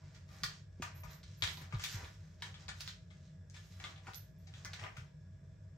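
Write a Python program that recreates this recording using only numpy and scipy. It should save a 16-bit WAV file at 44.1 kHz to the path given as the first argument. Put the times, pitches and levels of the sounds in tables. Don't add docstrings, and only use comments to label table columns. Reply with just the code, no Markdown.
import sys
import numpy as np
from scipy import signal
from scipy.fft import rfft, irfft, next_fast_len
from scipy.io import wavfile

SR = 44100
rng = np.random.default_rng(int(sys.argv[2]) if len(sys.argv) > 2 else 0)


def unload_wav(signal):
    wavfile.write(
        sys.argv[1],
        SR,
        np.round(np.clip(np.atleast_2d(signal).T, -1, 1) * 32767).astype(np.int16),
    )


N = 254456

# (time [s], tip click [dB], scratch pitch [Hz],
# wall body [dB], body pitch [Hz], scratch [dB], bright edge [dB], left minus right [dB])
STROKES = [(0.1458, -63, 5870, -84, 633, -55.5, -78, -4.5), (0.2848, -61, 5430, -61, 1200, -55.5, -75, 6.5),
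           (0.4346, -21.5, 4800, -34.5, 1560, -27.5, -31.5, 2),
           (0.821, -57, 2600, -35.5, 1220, -33, -43, 1.5), (1.0347, -46, 2360, -46, 1140, -51, -83, 6),
           (1.1081, -58, 4040, -59.5, 930, -59, -74, -9), (1.2313, -46.5, 4200, -58, 2170, -51, -76, 0.5),
           (1.423, -18.5, 3820, -42.5, 1040, -29.5, -43, 6.5),
           (1.4359, -29, 3420, -32.5, 2160, -28, -40, 0.5),
           (1.4762, -31.5, 3500, -40, 2160, -41, -58, -15.5),
           (1.5722, -40, 4200, -51.5, 991, -43.5, -48, -1.5), (1.6135, -49, 3800, -55, 1670, -61, -58, 14),
           (1.708, -63, 4950, -58, 1450, -55, -85, -3.5), (1.7248, -40, 2720, -39, 1430, -50, -79, 5),
           (1.7467, -40, 3900, -55, 980, -61, -85, -1.5), (1.7957, -42, 2800, -42, 2140, -40.5, -72, 3.5),
           (1.8393, -28, 3520, -46, 1730, -30.5, -32.5, 4), (2.0461, -41.5, 3630, -50, 1730, -55, -59, 1.5),
           (2.422, -30, 3650, -39, 1650, -32.5, -45.5, 1.5),
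           (2.5426, -41.5, 3360, -56, 1130, -50, -85, 3.5), (2.6821, -34.5, 4520, -45.5, 1450, -36, -66, 2),
           (2.688, -43, 3320, -37.5, 1720, -37, -58, 4.5), (2.7995, -57, 4450, -69, 2060, -46, -65, 8),
           (2.8069, -31, 4850, -51, 1650, -37, -40.5, -1), (2.8769, -30, 3950, -51, 1460, -43, -43, 2),
           (3.1045, -55.5, 3550, -58, 2170, -57, -93, 7.5), (3.4993, -45, 6300, -86, 646, -69, -82, 5),
           (3.5422, -59, 3900, -60, 1540, -49.5, -78, 8), (3.5644, -45, 3630, -55.5, 1580, -49.5, -68, 0.5),
           (3.7981, -59, 3100, -47, 1470, -40, -87, 3), (3.8404, -32, 3500, -41, 2120, -39.5, -59, 1.5),
           (3.8455, -46, 3550, -44, 1450, -54, -64, 1), (3.857, -41, 3360, -55, 1680, -52, -75, 1.5),
           (3.9612, -47, 3540, -61, 635, -58, -90, 1.5), (3.9768, -55, 3500, -64, 627, -51, -90, 5.5),
           (4.0692, -43, 2530, -44, 1440, -48, -85, 1.5), (4.079, -58, 2350, -43, 780, -64, -75, 1),
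           (4.135, -42.5, 3970, -58, 1430, -53, -55, 10.5), (4.146, -37, 5800, -64, 1340, -51, -45.5, -7.5),
           (4.4702, -55, 5370, -65, 622, -49.5, -90, 5.5), (4.539, -43, 3380, -68, 635, -49, -85, 4.5),
           (4.6487, -30.5, 5750, -40.5, 1970, -73, -45, 2),
           (4.7335, -33, 4160, -42.5, 2200, -38.5, -54, 0.5), (4.7932, -44.5, 2410, -68, 1980, -40, -84, 6),
           (4.8389, -36, 2860, -41, 990, -53, -81, 7.5), (4.866, -38, 2100, -47, 920, -66, -85, -2.5),
           (4.9683, -43, 2450, -43, 1470, -40, -56, 5)]
# (frequency [Hz], relative level [dB], 60 dB decay time [s])
WALL_MODES = [(770, -2, .04), (1000, -1, .02), (1220, 1, .022), (1450, 1, .02), (1680, 0, .016),
              (2050, 0, .016)]
SKID_RISE_S, SKID_T60_S = 0.0037, 0.038
SNAP_PER_DB = 0.025
LAG_S_PER_DB = 0.00003


def taps():
    out, t = np.zeros((2, N)), np.arange(SR // 4) / SR
    broad = signal.butter(4, [1800, 7000], "band", fs=SR, output="sos")
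    bright = signal.butter(4, 8000, "high", fs=SR, output="sos")
    thin = signal.butter(3, 620, "high", fs=SR, output="sos")
    luck = rng.standard_normal((len(STROKES), 2, len(t)))
    for stroke_row, (slips, sizes) in zip(STROKES, luck):
        s, click_db, hz, wall_db, wall_hz, scratch_db, edge_db, pan_db = stroke_row
        snap = np.exp(-SNAP_PER_DB * (max(scratch_db, wall_db) + 50))
        rise = SKID_RISE_S * snap
        fade = from_db(-60 * t / (SKID_T60_S * snap))
        skid = slips * from_db(6.05 * sizes) * (1 - np.exp(-t / rise)) * fade
        impulse = 1.0 * (t == 0)
        click = ring(ring(impulse, hz, 5 / hz), hz, 5 / hz)
        wall = np.zeros(len(t))
        for mode_hz, mode_db, mode_t60 in WALL_MODES:
            octaves_off = abs(np.log2(mode_hz / wall_hz))
            wall += from_db(mode_db - 22.3 * octaves_off) * ring(skid, mode_hz, mode_t60)
        scratch = signal.sosfilt(broad, skid + 0.3 * ring(skid, hz, 2.0 / hz))
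        edge = signal.sosfilt(bright, skid * fade ** 1.6)
        stroke = peak_at(click, click_db) + peak_at(wall, wall_db)
        stroke = stroke + peak_at(scratch, scratch_db) + peak_at(edge, edge_db)
        stroke = signal.sosfilt(thin, stroke)
        for port, side in zip(out, (.5, -.5)):
            add(port, s - side * pan_db * LAG_S_PER_DB, stroke * from_db(side * pan_db))
    return out


# (time of full pressure [s], hold [s], fur [dB], claw scrape [dB], fine fibre hiss [dB])
WALL_DRAGS = [(0.01, 0.075, -76, -75, -105), (0.15, 0.012, -71.5, -71, -90),
              (0.32, 0.096, -70.5, -67.5, -80), (0.493, 0.01, -66, -58, -82),
              (0.858, 0.013, -60.5, -62.5, -92), (0.96, 0.008, -67, -72.5, -99),
              (1.08, 0.048, -66, -66.5, -85), (1.28, 0.067, -91, -69.5, -95),
              (1.472, 0.021, -60, -53.5, -66.5), (1.618, 0.0067, -62, -64, -89),
              (1.74, 0.01, -62.5, -70, -91), (1.844, 0.049, -85, -49, -65), (1.95, 0.093, -59, -61.5, -77),
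              (2.08, 0.057, -87, -71.5, -87), (2.2, 0.13, -81, -78, -94), (2.458, 0.01, -63, -62.5, -83),
              (2.59, 0.052, -71, -70, -93), (2.73, 0.015, -72, -70, -94), (2.8, 0.023, -83, -62, -74),
              (2.87, 0.018, -74, -58, -90), (3.12, 0.16, -89, -77, -105), (3.56, 0.041, -76, -68, -85),
              (3.65, 0.14, -84, -71, -82.5), (3.82, 0.08, -62.5, -65, -86), (4.069, 0.031, -64.5, -66, -85),
              (4.2, 0.023, -100, -74, -83), (4.4, 0.073, -99, -82.5, -102), (4.55, 0.045, -71.5, -68, -89),
              (4.65, 0.04, -66, -77, -98), (4.73, 0.046, -68, -66.5, -102),
              (4.83, 0.0065, -53.5, -62, -100), (4.97, 0.033, -68.5, -70, -88)]
PRESS_DB_PER_S, LIFT_DB_PER_S = 278, 193
STILL_DB = [-84, -88, -104]


def pressure_db():
    t = np.arange(0, N + 64, 64) / SR
    s, held, *levels = np.transpose(WALL_DRAGS)[:, :, None]
    swell = -PRESS_DB_PER_S * np.maximum(s - t, 0)
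    fade = -LIFT_DB_PER_S * np.maximum(t - s - held, 0)
    curves = []
    for db, rest_db in zip(levels, STILL_DB):
        power = np.sum(from_db(db + swell + fade) ** 2, axis=0) + from_db(rest_db) ** 2
        curves.append(np.interp(np.arange(N) / SR, t, 10 * np.log10(power)))
    return curves


# (frequency [Hz], relative density [dB per Hz])
FUR_SPECTRUM = [(150, -9), (400, -8), (900, -5.5), (1500, -5.5), (2500, -10), (4500, -37.5)]
# (frequency [Hz], relative density [dB per Hz])
SCRAPE_SPECTRUM = [(700, -12), (1500, 0), (2500, -0.5), (4000, 1), (6300, 3.5), (8000, -4.5), (10000, -25),
                   (16000, -54)]
# (frequency [Hz], mean relative level [dB], 60 dB decay time [s])
RIB_MODES = [(2200, -12, 0.024), (3420, -3, 0.0084), (4200, 4, 0.006), (5640, 10, 0.0085),
             (7440, -4.5, 0.0038)]


def rubbing():
    fur_db, scrape_db, hiss_db = pressure_db()
    fur = colour(grains(4000, spread_db=2.0), FUR_SPECTRUM)
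    slips = grains(5000, spread_db=4.0) * from_db(2.0 * drift(40))
    ribs = np.zeros(N)
    for hz, db, t60 in RIB_MODES:
        ribs += from_db(db + 3.1 * drift(13.0)) * ring(slips, hz, t60)
    slips = rms_one(slips + 0.55 * grains(70, spread_db=2.5))
    scrape = rms_one(colour(slips, SCRAPE_SPECTRUM) + 0.25 * rms_one(ribs))
    fibres = np.array([grains(8000, spread_db=1.5) for port in "LR"])
    hiss = colour(fibres, [(6000, -36), (8500, 1.5), (12000, 12.5), (16000, -4.5)])
    return from_db(fur_db) * fur + from_db(scrape_db) * scrape + from_db(hiss_db) * hiss


# (time [s], floor [dB], nominal pitch [Hz], knock of the basket base [dB])
PAW_THUMPS = [(0.427, -44, 154.4, -54), (0.799, -46, 158.6, -37), (1.048, -41.5, 93, -73),
              (1.426, -37.5, 102, -43), (1.57, -55, 173, -54), (1.615, -53, 143, -49),
              (1.736, -31.5, 124, -44), (1.942, -37, 114, -60), (2.03, -43.5, 85, -47.5),
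              (2.657, -49, 87, -61), (4.078, -51, 119, -49), (4.534, -49, 107, -58),
              (4.646, -48.5, 120.4, -56), (4.82, -48, 123, -71), (4.978, -43.5, 134, -61)]
# (frequency [Hz], relative level [dB], 60 dB decay time [s])
BASE_MODES = [(241, 6.5, 0.033), (356, -4.5, 0.12), (490, -14, 0.13)]
BOARD_T60_S = 0.18


def thumps():
    out, t = np.zeros(N), np.arange(SR // 2) / SR
    swell = (1 - np.exp(-t / 0.0027)) ** 2 * from_db(-60 * t / BOARD_T60_S)
    soft = t * np.exp(-t / 0.00024)
    for s, floor_db, hz, knock_db in PAW_THUMPS:
        pitch = hz * (.75 + 0.49 * np.exp(-t / 0.017))
        boards = swell * np.sin(2 * np.pi * np.cumsum(pitch) / SR)
        knock = sum(from_db(db) * ring(soft, mode_hz, t60) for mode_hz, db, t60 in BASE_MODES)
        joists = swell * np.sin(2 * np.pi * 52 * t)
        add(out, s, peak_at(boards, floor_db))
        add(out, s, peak_at(knock, knock_db))
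        add(out, s + 0.012, peak_at(joists, floor_db - 10.5))
    return out


# (time [s], strength of the pellet hits [dB])
BELL_SHAKES = [(0.944, -61), (0.99, -62.5), (1.103, -61.5), (1.373, -66.5), (1.522, -63), (1.5758, -66),
               (1.7489, -78), (1.9101, -60), (4.151, -53), (4.3809, -78), (4.433, -89), (4.825, -88)]
# (frequency [Hz], relative level [dB], 60 dB decay time [s])
SHELL_MODES = [(12150, -1, .04), (11270, -43.5, 0.058), (11540, -8, 0.018), (11900, -21, 0.026),
               (12900, -46, 0.027), (13250, -25, .04)]
RATTLE_S = 0.029


def bell():
    t, pellet = np.arange(SR // 4) / SR, np.zeros(N)
    size = (len(BELL_SHAKES), len(t))
    hits = rng.standard_normal(size) * (rng.random(size) < 1200 / SR)
    envelope = (1 - np.exp(-t / 0.007)) * np.exp(-t / RATTLE_S)
    for (s, db), rattle in zip(BELL_SHAKES, hits):
        first_hit = 0.45 * (t == 0)
        add(pellet, s, from_db(db) * (first_hit + rattle * envelope))
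    shell = sum(from_db(db) * ring(pellet, hz, t60) for hz, db, t60 in SHELL_MODES)
    return signal.sosfilt(signal.butter(2, [11000, 14000], "band", fs=SR, output="sos"), shell)


# (frequency [Hz], 60 dB decay time [s])
KITCHEN_T60 = [(200, 0.13), (1000, 0.27), (4000, 0.27), (7000, 0.21), (12000, 0.17)]
ROOM_DB = 0


def kitchen(x):
    t, tail = np.arange(SR // 2) / SR, 0
    white = rng.standard_normal((2, 2, SR // 2))
    edges = 150 * 2.0 ** np.arange(8)
    for k, (low, high) in enumerate(zip(edges, edges[1:])):
        octave = signal.butter(2, [low, high], "band", fs=SR, output="sos")
        band = signal.sosfilt(octave, white[k % 2])
        tail = tail + band * from_db(-60 * t / at_hz(KITCHEN_T60, np.sqrt(low * high)))
    tail = tail * np.clip((t - .002) / 0.0024, 0, 1)
    tail = tail / np.sqrt(np.sum(tail ** 2) / 2)
    return signal.fftconvolve(x, tail, axes=1)[:, :N]


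# (frequency [Hz], correlation [0 to 1])
PORT_LIKENESS = [(30, 0.84), (90, 1), (180, 0.97), (350, 0.57), (1000, 0.3), (8000, 0.07)]


def wide_noise():
    size = next_fast_len(N)
    hz = np.maximum(np.fft.rfftfreq(size, 1 / SR), 1)
    alike = np.clip(at_hz(PORT_LIKENESS, hz), 0, 1)
    mid, side = rfft(rng.standard_normal((2, size)))
    ports = np.sqrt(1 + alike) * mid + np.sqrt(1 - alike) * side * [[1], [-1]]
    return rms_one(irfft(ports, size)[:, :N])


# (frequency [Hz], bandwidth [Hz], rms level [dB])
CABINET = [(59.7, 18, -65), (93.4, 15.5, -56), (149.9, 19.2, -59), (177, 9.8, -67), (637, 21, -79),
           (1704, 180, -85.5), (3500, 130, -92), (5500, 880, -87), (7460, 710, -89)]
# (frequency [Hz], relative density [dB per Hz])
AIR_SPECTRUM = [(15, -58), (25, -42), (38, -24), (92, 17), (120, -54), (161, -38), (217, 0), (624, 0.5),
                (988, -36), (1700, -63), (2160, -33), (3520, -60), (16000, -85)]
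AIR_DB = -72.5
WHINE_HZ, WHINE_DB = 1668, -83


def hum():
    white = wide_noise()
    out = from_db(AIR_DB) * colour(wide_noise(), AIR_SPECTRUM)
    for hz, width_hz, db in CABINET:
        band = signal.butter(2, [hz - width_hz / 2, hz + width_hz / 2], "band", fs=SR, output="sos")
        out = out + from_db(db) * rms_one(signal.sosfilt(band, white))
    whine = np.sin(2 * np.pi * WHINE_HZ * np.arange(N) / SR)
    return out + from_db(WHINE_DB + 1.5 * drift(8)) * whine


def from_db(db):
    return 10 ** (np.asarray(db) / 20)


def rms_one(x):
    return x / np.sqrt(np.mean(x ** 2) + 1e-20)


def peak_at(x, db):
    return from_db(db) * x / np.abs(x).max()


def at_hz(points, hz):
    return np.interp(np.log(hz), np.log(np.array(points)[:, 0]), np.array(points)[:, 1])


def colour(x, spectrum):
    size = next_fast_len(N)
    hz = np.maximum(np.fft.rfftfreq(size, 1 / SR), 1)
    return rms_one(irfft(rfft(x, size) * from_db(at_hz(spectrum, hz)), size)[..., :N])


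def ring(clicks, hz, t60):
    r, w = from_db(-60 / (t60 * SR)), 2 * np.pi * hz / SR
    return signal.lfilter([0, np.sin(w)], [1, -2 * r * np.cos(w), r * r], clicks + 1e-18)


def grains(per_s, spread_db):
    sizes = from_db(spread_db * np.minimum(rng.exponential(1, N), 5)) * rng.choice([-1, 1], N)
    return rms_one(sizes * (rng.random(N) < per_s / SR))


def drift(per_s):
    steps = np.arange(N) * per_s / SR
    return np.interp(steps, np.arange(400), rng.standard_normal(400))


def add(out, s, sound):
    i = round(s * SR)
    out[..., i:i + sound.shape[-1]] += sound[..., :N - i]


def scene():
    basket = taps() + rubbing() + bell() * from_db([[-3], [3]])
    return basket + from_db(ROOM_DB) * kitchen(basket) + thumps() + hum()


# (frequency [Hz], level difference [dB])
PORT_COLOUR = [(200, 0.15), (1000, 1), (2500, 1.4), (4500, -5), (8000, -1), (12000, -3)]
CUTOFF_HZ = 16600


def record(dry):
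    size = next_fast_len(N)
    hz = np.maximum(np.fft.rfftfreq(size, 1 / SR), 1)
    tilt_db = at_hz(PORT_COLOUR, hz) * [[.5], [-.5]]
    ports = irfft(rfft(dry, size) * from_db(tilt_db), size)[:, :N]
    return signal.sosfilt(signal.cheby2(14, 60, CUTOFF_HZ, fs=SR, output="sos"), ports)


dry = scene()
out = record(dry)
unload_wav(out)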